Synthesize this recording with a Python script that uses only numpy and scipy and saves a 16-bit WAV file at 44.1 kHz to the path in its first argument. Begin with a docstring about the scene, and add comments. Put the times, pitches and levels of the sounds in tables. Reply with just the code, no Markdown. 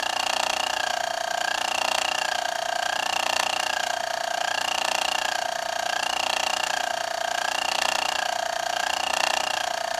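"""A small free-piston hot-air engine runs on a desk, close by, at about 30 strokes a second.
On every stroke the loose piston taps, knocks and chatters against its guide: short pulses ring the frame's
resonances, and bursts of filtered noise make the metal rattle. Its swing surges about every second and a half.
The knocks get harder at each crest, while sine tones (thud, squeal, chirp) follow the swing up and back down.
Sines at multiples of the stroke rate make the base hum, a small room answers, and soft noise lies behind it all."""
import sys
import numpy as np
from scipy import signal
from scipy.fft import rfft, irfft
from scipy.io import wavfile
from scipy.ndimage import uniform_filter1d, map_coordinates

SR = 44100
rng = np.random.default_rng(int(sys.argv[2]) if len(sys.argv) > 2 else 0)


def store_wav(level_fs):
    """Save 16-bit WAV to argv[1]."""
    pcm = np.round(np.clip(np.atleast_2d(level_fs), -1, 1) * 32767)
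    wavfile.write(sys.argv[1], SR, pcm.T.astype(np.int16))


N = 440559
TIME = np.arange(N) / SR  # [s]
FREQ = np.arange(N + 1) * SR / (2 * N)  # [Hz]
TOP_HZ = 14900
LATE_S = .00232  # how much later the piston reaches its guide at full swing
START_TURN = .297  # where in its cycle the piston starts [turns]

# Lulls and crests in turn: (time [s], swing [0-1], stroke rate [Hz])
SURGE_POINTS = [(-0.423, 0.082, 29.392), (0.422, 0.87, 29.841), (1.166, 0.02, 29.497),
                (1.885, 0.892, 29.854), (2.583, 0.055, 29.522), (3.331, 0.889, 29.859),
                (4.125, 0.0, 29.456), (4.91, 0.878, 29.794), (5.628, 0.0, 29.475), (6.319, 0.863, 29.817),
                (7.087, 0.0, 29.426), (7.873, 0.893, 29.753), (8.486, 0.021, 29.476),
                (9.261, 0.943, 29.843), (9.832, 0.0, 29.432)]
# The swings that the rows of STROKE_CONTACT stand for: swing [0-1]
CONTACT_SWINGS = [0, .25, .5, .75, 1]
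# How the piston meets its guide, from small swing to full: (first gap between bounces [ms],
# centre of the loudness hump over the bounces [ms], half-length of that hump [ms],
# chatter level [dB], tap level [dB], scrape level of the knock [dB])
STROKE_CONTACT = [(1.243, 6.1, 1.1, 27.5, 7.5, -32.5), (1.257, 6.84, 2.03, 20, 10.5, -28),
                  (1.147, 5.97, 1.45, 16.5, 12.5, -26), (1.125, 5.33, 0.67, 22.5, 15, -24.5),
                  (1.13, 5.7, 0.94, 23.5, 13, -18)]
# Resonances of the frame and base: (pitch at half swing [Hz], width [Hz], level under the bounces [dB],
# level under the tap [dB], pitch rise from no swing to full [share])
FRAME_MODES = [(639.3, 49.2, -1.5, 6, 0.051), (751, 121, -7, -13, 0.19), (964, 190, -15.5, -6.5, 0.089),
               (1254, 23, -30, 2, 0.0086), (1322, 28, -13, 0, 0.081), (1690, 260, -9.5, -14.5, 0.0046),
               (1759, 137, -7.5, -12, -0.086), (2407, 40, -22, -17, -0.012), (2784, 53, -2, -1.5, -0.014),
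               (3130, 158, -15.5, -4.5, 0.11), (3230, 62, -16.5, -16, 0.0085), (4480, 52, -14, -14, -0.084),
               (5050, 52, -13, -7, -0.016)]
# Low body of the knock: (swing [0-1], pitch [Hz], level [dB], loudest moment in the stroke [ms], half-length [ms])
THUD_BY_SWING = [(0, 670, -24.5, 8.7, 3.6), (.25, 722, -25, 8.8, 2.76), (.5, 770, -19, 7.6, 2.3),
                 (.7, 775, -24.5, 6.36, 2.25), (.9, 832, -13, 5.66, 1.45)]
# Squeal of the sliding piston: (swing [0-1], pitch [Hz], level [dB], loudest moment in the stroke [ms],
# half-length [ms])
SQUEAL_BY_SWING = [(0, 1579, -30, 10.2, 5.2), (.2, 1591, -26, 7.5, 4.3), (.37, 1611, -18, 9.7, 4.16),
                   (.52, 1668, -23, 6.1, 7.2), (.68, 1734, -26.5, 4.5, 5.1), (.9, 1795, -29.5, 5.7, 5.8)]
# Partials of the squeal: (multiple of its pitch, added level at no swing [dB],
# added level at full swing [dB], lag [ms])
SQUEAL_OVERTONES = [(0.999, -0.5, -2.5, 0), (1.999, -8.5, -18, 1.2), (2.882, -7.5, -25, 0.87)]
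# Thin chirp: (swing [0-1], pitch [Hz], level [dB], loudest moment in the stroke [ms], half-length [ms])
CHIRP_BY_SWING = [(0, 3110, -39, 1.8, 1.6), (.35, 2750, -34.5, 3, 2.8), (.5, 2808, -25.5, 9.2, 2.3),
                  (.65, 2870, -25.5, 9.7, 3.3), (.76, 2791, -20, 12, 3), (.9, 2770, -27, 9.9, 1.7)]
# Resonances of rod, tube and fittings: (pitch [Hz], width [Hz], relative level when knocked [dB],
# relative level when tapped [dB])
METAL_MODES = [(948, 290, -1.5, -40), (1652, 273, 3, -23), (2240, 1060, -4.5, -28), (2600, 245, -2, 3.5),
               (3220, 220, -3, 9.5), (3874, 445, -3.5, 7), (4480, 250, -0.5, 9.5), (5260, 240, -6, 1),
               (5666, 246, -1.5, 2.5), (6540, 430, -4.5, 1), (7070, 240, -2.5, -29),
               (7650, 730, -10.5, -5.5), (9194, 280, -8.5, -21), (10900, 480, -14.5, -23),
               (11830, 380, -18, -25), (13160, 490, -18, -23)]
# Shaking of the base: (multiple of the stroke rate, relative level [dB])
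SHAKE_LINES = [(1, -34), (2, -7), (3, -11), (4, -8.5), (5, -36), (6, -7.5), (7, -2), (8, -1), (9, 3),
               (11, 5), (12, -0.5), (14, 0.5), (15, -2)]
# Colour of the background noise: (frequency [Hz], relative level [dB])
AIR_COLOUR = [(20, 0), (60, 4), (130, 4.5), (250, 6.5), (500, 4), (1500, 10.5), (5000, -45), (14000, -47)]


def undb(db):
    """Turn decibels into a gain."""
    return 10 ** (np.asarray(db) / 20)


def unit(x):
    """Scale to an average strength (rms) of 1."""
    return x / np.sqrt(np.mean(np.abs(x) ** 2))


def filtered(x, response):
    """Shape a sound with a frequency response given on FREQ."""
    return irfft(rfft(x, 2 * N) * response)[:N]


def resonance(hz, centre_hz, width_hz):
    """One part that rings at its own pitch; a wider resonance dies away sooner."""
    return 1j * hz * width_hz / (centre_hz ** 2 - hz ** 2 + 1j * hz * width_hz)


def weak_bass(hz, cut_hz):
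    """Small parts move little air at low pitch, so the sound thins out below cut_hz."""
    s = 1j * hz / cut_hz
    return s ** 2 / (s ** 2 + s + 1)


def surges():
    """The swing and stroke rate ease smoothly between lulls and crests."""
    when, swing, rate = np.transpose(SURGE_POINTS)
    row = np.arange(len(when))
    place = np.interp(TIME, when, row)
    eased = np.floor(place) + np.sin(np.pi / 2 * (place % 1)) ** 2
    return np.interp(eased, row, swing), np.interp(eased, row, rate)


def clock(taps):
    """Tell for every sample which stroke is under way and how many ms ago it began."""
    stroke = np.maximum(np.searchsorted(taps, TIME) - 1, 0)
    ms = 1000 * np.maximum(TIME - taps[stroke], 0)
    return stroke, ms


def contact(swing):
    """Read how the piston meets its guide at the given swings."""
    return [np.interp(swing, CONTACT_SWINGS, column) for column in np.transpose(STROKE_CONTACT)]


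def touch(hz, ms):
    """The spectrum of a single sharp pulse that comes ms into the stroke."""
    return np.exp(-2j * np.pi * hz * ms / 1000)


def piston_blows(hz, taps, swing, chance, knock_ms=4.63, slowing=0.031, uneven_ms=0.027,
                 lead_db=-6, lead_ms=1.308, back_ms=21.5, back_db=-0.5,
                 soft_hz=1150, firm_swing=0.25, early_ms=0.702, gathering_db=-0.09):
    """The piston grazes its guide, knocks and bounces in a dying train, with a soft nudge on the way back."""
    gap_ms, centre_ms, length_ms, chatter_db, tap_db, _ = (column[:, None] for column in contact(swing))
    blows = 0
    for k in range(8):
        # each gap is a little longer than the one before
        ms = knock_ms + gap_ms * (k + slowing * k * (k - 1) / 2) + uneven_ms * chance[:, k, None]
        strength = undb(chatter_db) * np.exp(-((ms - centre_ms) / length_ms) ** 2)
        blows = blows + strength * touch(hz, ms)
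    # three light grazing touches lead up to the knock
    grazes = sum(touch(hz, knock_ms - k * lead_ms) for k in range(1, 4))
    blows = blows + undb(tap_db + lead_db) * grazes
    # a soft nudge at the other end of the travel, duller above 1200 Hz
    blows = blows + undb(back_db) * touch(hz, back_ms) / (1 + 1j * hz / 1200)
    # at small swings the touches are soft and lose their treble
    softness = np.clip(1 - swing[:, None] / firm_swing, 0, 1)
    blows = blows / (1 + softness * (hz / soft_hz) ** 2)
    # a wide swing brings all these blows sooner
    blows = blows * touch(hz, -early_ms * swing[:, None])
    # blows are slightly lighter while the swing grows than while it shrinks
    growth = uniform_filter1d(np.gradient(swing, taps), size=5)  # [swing per second]
    return blows * undb(gathering_db * growth[:, None])


def chatter(taps, swing, scatter_db=.5, tap_ms=0.32, cut_hz=640, size=4096):
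    """The tap and the bouncing blows ring the frame, whose pitches glide with the swing."""
    hz = np.arange(size // 2 + 1) * SR / size
    chance = rng.standard_normal((len(taps), 9))
    blows = piston_blows(hz, taps, swing, chance)
    tap_db = contact(swing)[4][:, None]
    tap = undb(tap_db) * touch(hz, tap_ms)
    ring = 0
    # the piston's pressure changes how stiff the frame is, so each mode shifts with the swing
    for k, (mode_hz, width_hz, blow_db, tapped_db, rise) in enumerate(FRAME_MODES):
        centre_hz = mode_hz * (1 + rise * (swing[:, None] - .5))
        push = undb(blow_db) * blows + undb(tapped_db) * tap
        ring = ring + (-1) ** k * resonance(hz, centre_hz, width_hz) * push
    ring = ring * weak_bass(hz, cut_hz) * undb(scatter_db * chance[:, -1:])
    # add every stroke's ringing at its own place in time
    at = np.round(taps * SR).astype(int)[:, None] + np.arange(size)
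    sound = irfft(ring, axis=1)
    return np.bincount(at[at >= 0], sound[at >= 0], N)[:N]


def tone(taps, swing, table, partials=((1, 0, 0, 0),), scatter_db=1.0, waver=0.0024):
    """A short sine tone in every stroke; the swing sets its pitch, level, moment and length."""
    stroke, ms = clock(taps)
    steps, *columns = np.transpose(table)
    hz, db, centre_ms, length_ms = (np.interp(swing, steps, column)[stroke] for column in columns)
    out = 0
    for multiple, gentle_db, hard_db, lag_ms in partials:
        chance = rng.standard_normal((len(taps), 2))[stroke]
        cycles = multiple * hz * (1 + waver * chance[:, 0]) * ms / 1000
        partial_db = gentle_db + (hard_db - gentle_db) * swing[stroke]
        gain = undb(db + partial_db + scatter_db * chance[:, 1])
        swell = np.exp(-((ms - centre_ms - lag_ms) / length_ms) ** 2)
        out = out + gain * swell * np.sin(2 * np.pi * cycles)
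    return out


def thud(taps, swing):
    """The body of the knock: a long low groan at small swings, a short higher thud at wide ones."""
    return tone(taps, swing, THUD_BY_SWING, scatter_db=1.2)


def squeal(taps, swing, fade_db_per_s=-0.2):
    """The piston squeals along its guide, higher at wider swings, and weakens slowly as the engine runs."""
    fade = undb(fade_db_per_s * (TIME - TIME.mean()))
    return tone(taps, swing, SQUEAL_BY_SWING, SQUEAL_OVERTONES, scatter_db=0.3) * fade


def chirp(taps, swing):
    """A thin tone that is strongest as the swing nears its crest."""
    return tone(taps, swing, CHIRP_BY_SWING, scatter_db=1.6, waver=0.0072)


def burst(ms, start_ms, rise_ms, hold_ms, decay_ms):
    """The loudness of one contact: a quick rise, a hold while surfaces slide, then a smooth fall."""
    rise = np.clip((ms - start_ms) / rise_ms, 0, 1)
    fall = np.exp(-np.maximum(ms - start_ms - rise_ms - hold_ms, 0) / decay_ms)
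    return rise * fall


def metal_response(level_column, cut_hz=570):
    """The metal parts ring together, in shares that depend on where they are struck."""
    total = 0
    for k, mode in enumerate(METAL_MODES):
        hz, width_hz = mode[:2]
        total = total + (-1) ** k * undb(mode[level_column]) * resonance(FREQ, hz, width_hz)
    return unit(total * weak_bass(FREQ, cut_hz))


def rattle(taps, swing, alike=0.57, scatter_db=1.8, tap_db=-2.5, return_db=-16, rub_db=-44,
           speed_up=.2, head_start_ms=0.713):
    """Rough metal on metal: a bright tap, the knock some 4 ms later, a faint brush back and a steady rub."""
    stroke, ms = clock(taps)
    chance = rng.standard_normal((len(taps), 3))
    scrape_db = contact(swing)[-1]
    knock_gain = undb(scrape_db + scatter_db * chance[:, 0])[stroke]
    tap_gain = undb(scrape_db + tap_db + scatter_db * chance[:, 1])[stroke]
    # the same surfaces meet each time; a wider swing runs over them faster, so their grain rises in pitch
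    place_ms = ms + swing[stroke] * (head_start_ms + speed_up * ms)
    surface = map_coordinates(rng.standard_normal(N), [place_ms * SR / 1000], mode="mirror")
    grain = np.sqrt(alike) * surface + np.sqrt(1 - alike) * rng.standard_normal(N)
    # a knock at wide swing is over sooner
    decay_ms = np.interp(swing, [0, 1], [5.5, 2.3])[stroke]
    knock_clock_ms = ms + 0.041 * chance[stroke, 2]
    knock = burst(knock_clock_ms, start_ms=3.73, rise_ms=0.32, hold_ms=1.09, decay_ms=decay_ms)
    brush = undb(return_db) * burst(ms, start_ms=15.3, rise_ms=.7, hold_ms=1.4, decay_ms=1.75)
    tap = burst(ms, start_ms=0.3, rise_ms=0.56, hold_ms=0.87, decay_ms=1.7)
    # the tap lands on another spot than the knock, so it rings the parts differently
    knocking = filtered(grain * (knock_gain * (knock + brush) + undb(rub_db)), metal_response(2))
    tapping = filtered(grain * tap_gain * tap, metal_response(3))
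    return knocking + tapping


def hum(turns, swing, hum_db=-55.0, swing_db=9):
    """The moving mass shakes the base at multiples of the stroke rate, more at full swing."""
    lines = sum(undb(db) * np.sin(2 * np.pi * (multiple * turns + rng.random()))
                for multiple, db in SHAKE_LINES)
    return unit(lines) * undb(hum_db + swing_db * swing)


def room(x, echo_ms=5.6, echo_db=-17, tail_db=-10.5, t60=0.16, dull_hz=2400):
    """One close reflection and a short blurred tail (60 dB down in t60 seconds), duller than the direct sound."""
    tail = rng.standard_normal(N) * undb(-60 * TIME / t60) * (TIME > .008)
    tail = rfft(tail / np.linalg.norm(tail), 2 * N)
    answer = undb(echo_db) * touch(FREQ, echo_ms) + undb(tail_db) * tail
    return filtered(x, 1 + answer / np.hypot(1, FREQ / dull_hz))


def air(air_db=-46.5):
    """Soft steady background noise, with almost no treble."""
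    hz, db = np.transpose(AIR_COLOUR)
    colour = undb(np.interp(np.log(FREQ + 1), np.log(hz), db))
    return undb(air_db) * unit(filtered(rng.standard_normal(N), colour))


def scene(jitter_s=.00002, swing_scatter=0.012):
    """Each turn of the cycle starts one stroke; the swing sets the character of that stroke."""
    travel, rate = surges()
    turns = START_TURN + np.cumsum(rate) / SR
    taps = np.interp(np.arange(1, int(turns[-1]) + 1), turns, TIME)  # stroke starts [s]
    # the engine is already running: one stroke is under way at the start
    taps = np.append(2 * taps[0] - taps[1], taps)
    chance = rng.standard_normal((len(taps), 2))
    taps = taps + LATE_S * np.interp(taps, TIME, travel) + jitter_s * chance[:, 0]
    swing = np.interp(taps, TIME, travel) + swing_scatter * chance[:, 1]
    sliding = thud(taps, swing) + squeal(taps, swing) + chirp(taps, swing)
    engine = chatter(taps, swing) + sliding + rattle(taps, swing)
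    mono = room(engine) + hum(turns, travel) + air()
    return np.array([mono, mono])


def record(dry):
    """A steep low-pass filter removes the treble above TOP_HZ."""
    low_pass = signal.ellip(8, .2, 70, TOP_HZ, fs=SR, output="sos")
    return signal.sosfilt(low_pass, dry)


dry = scene()
out = record(dry)
store_wav(out)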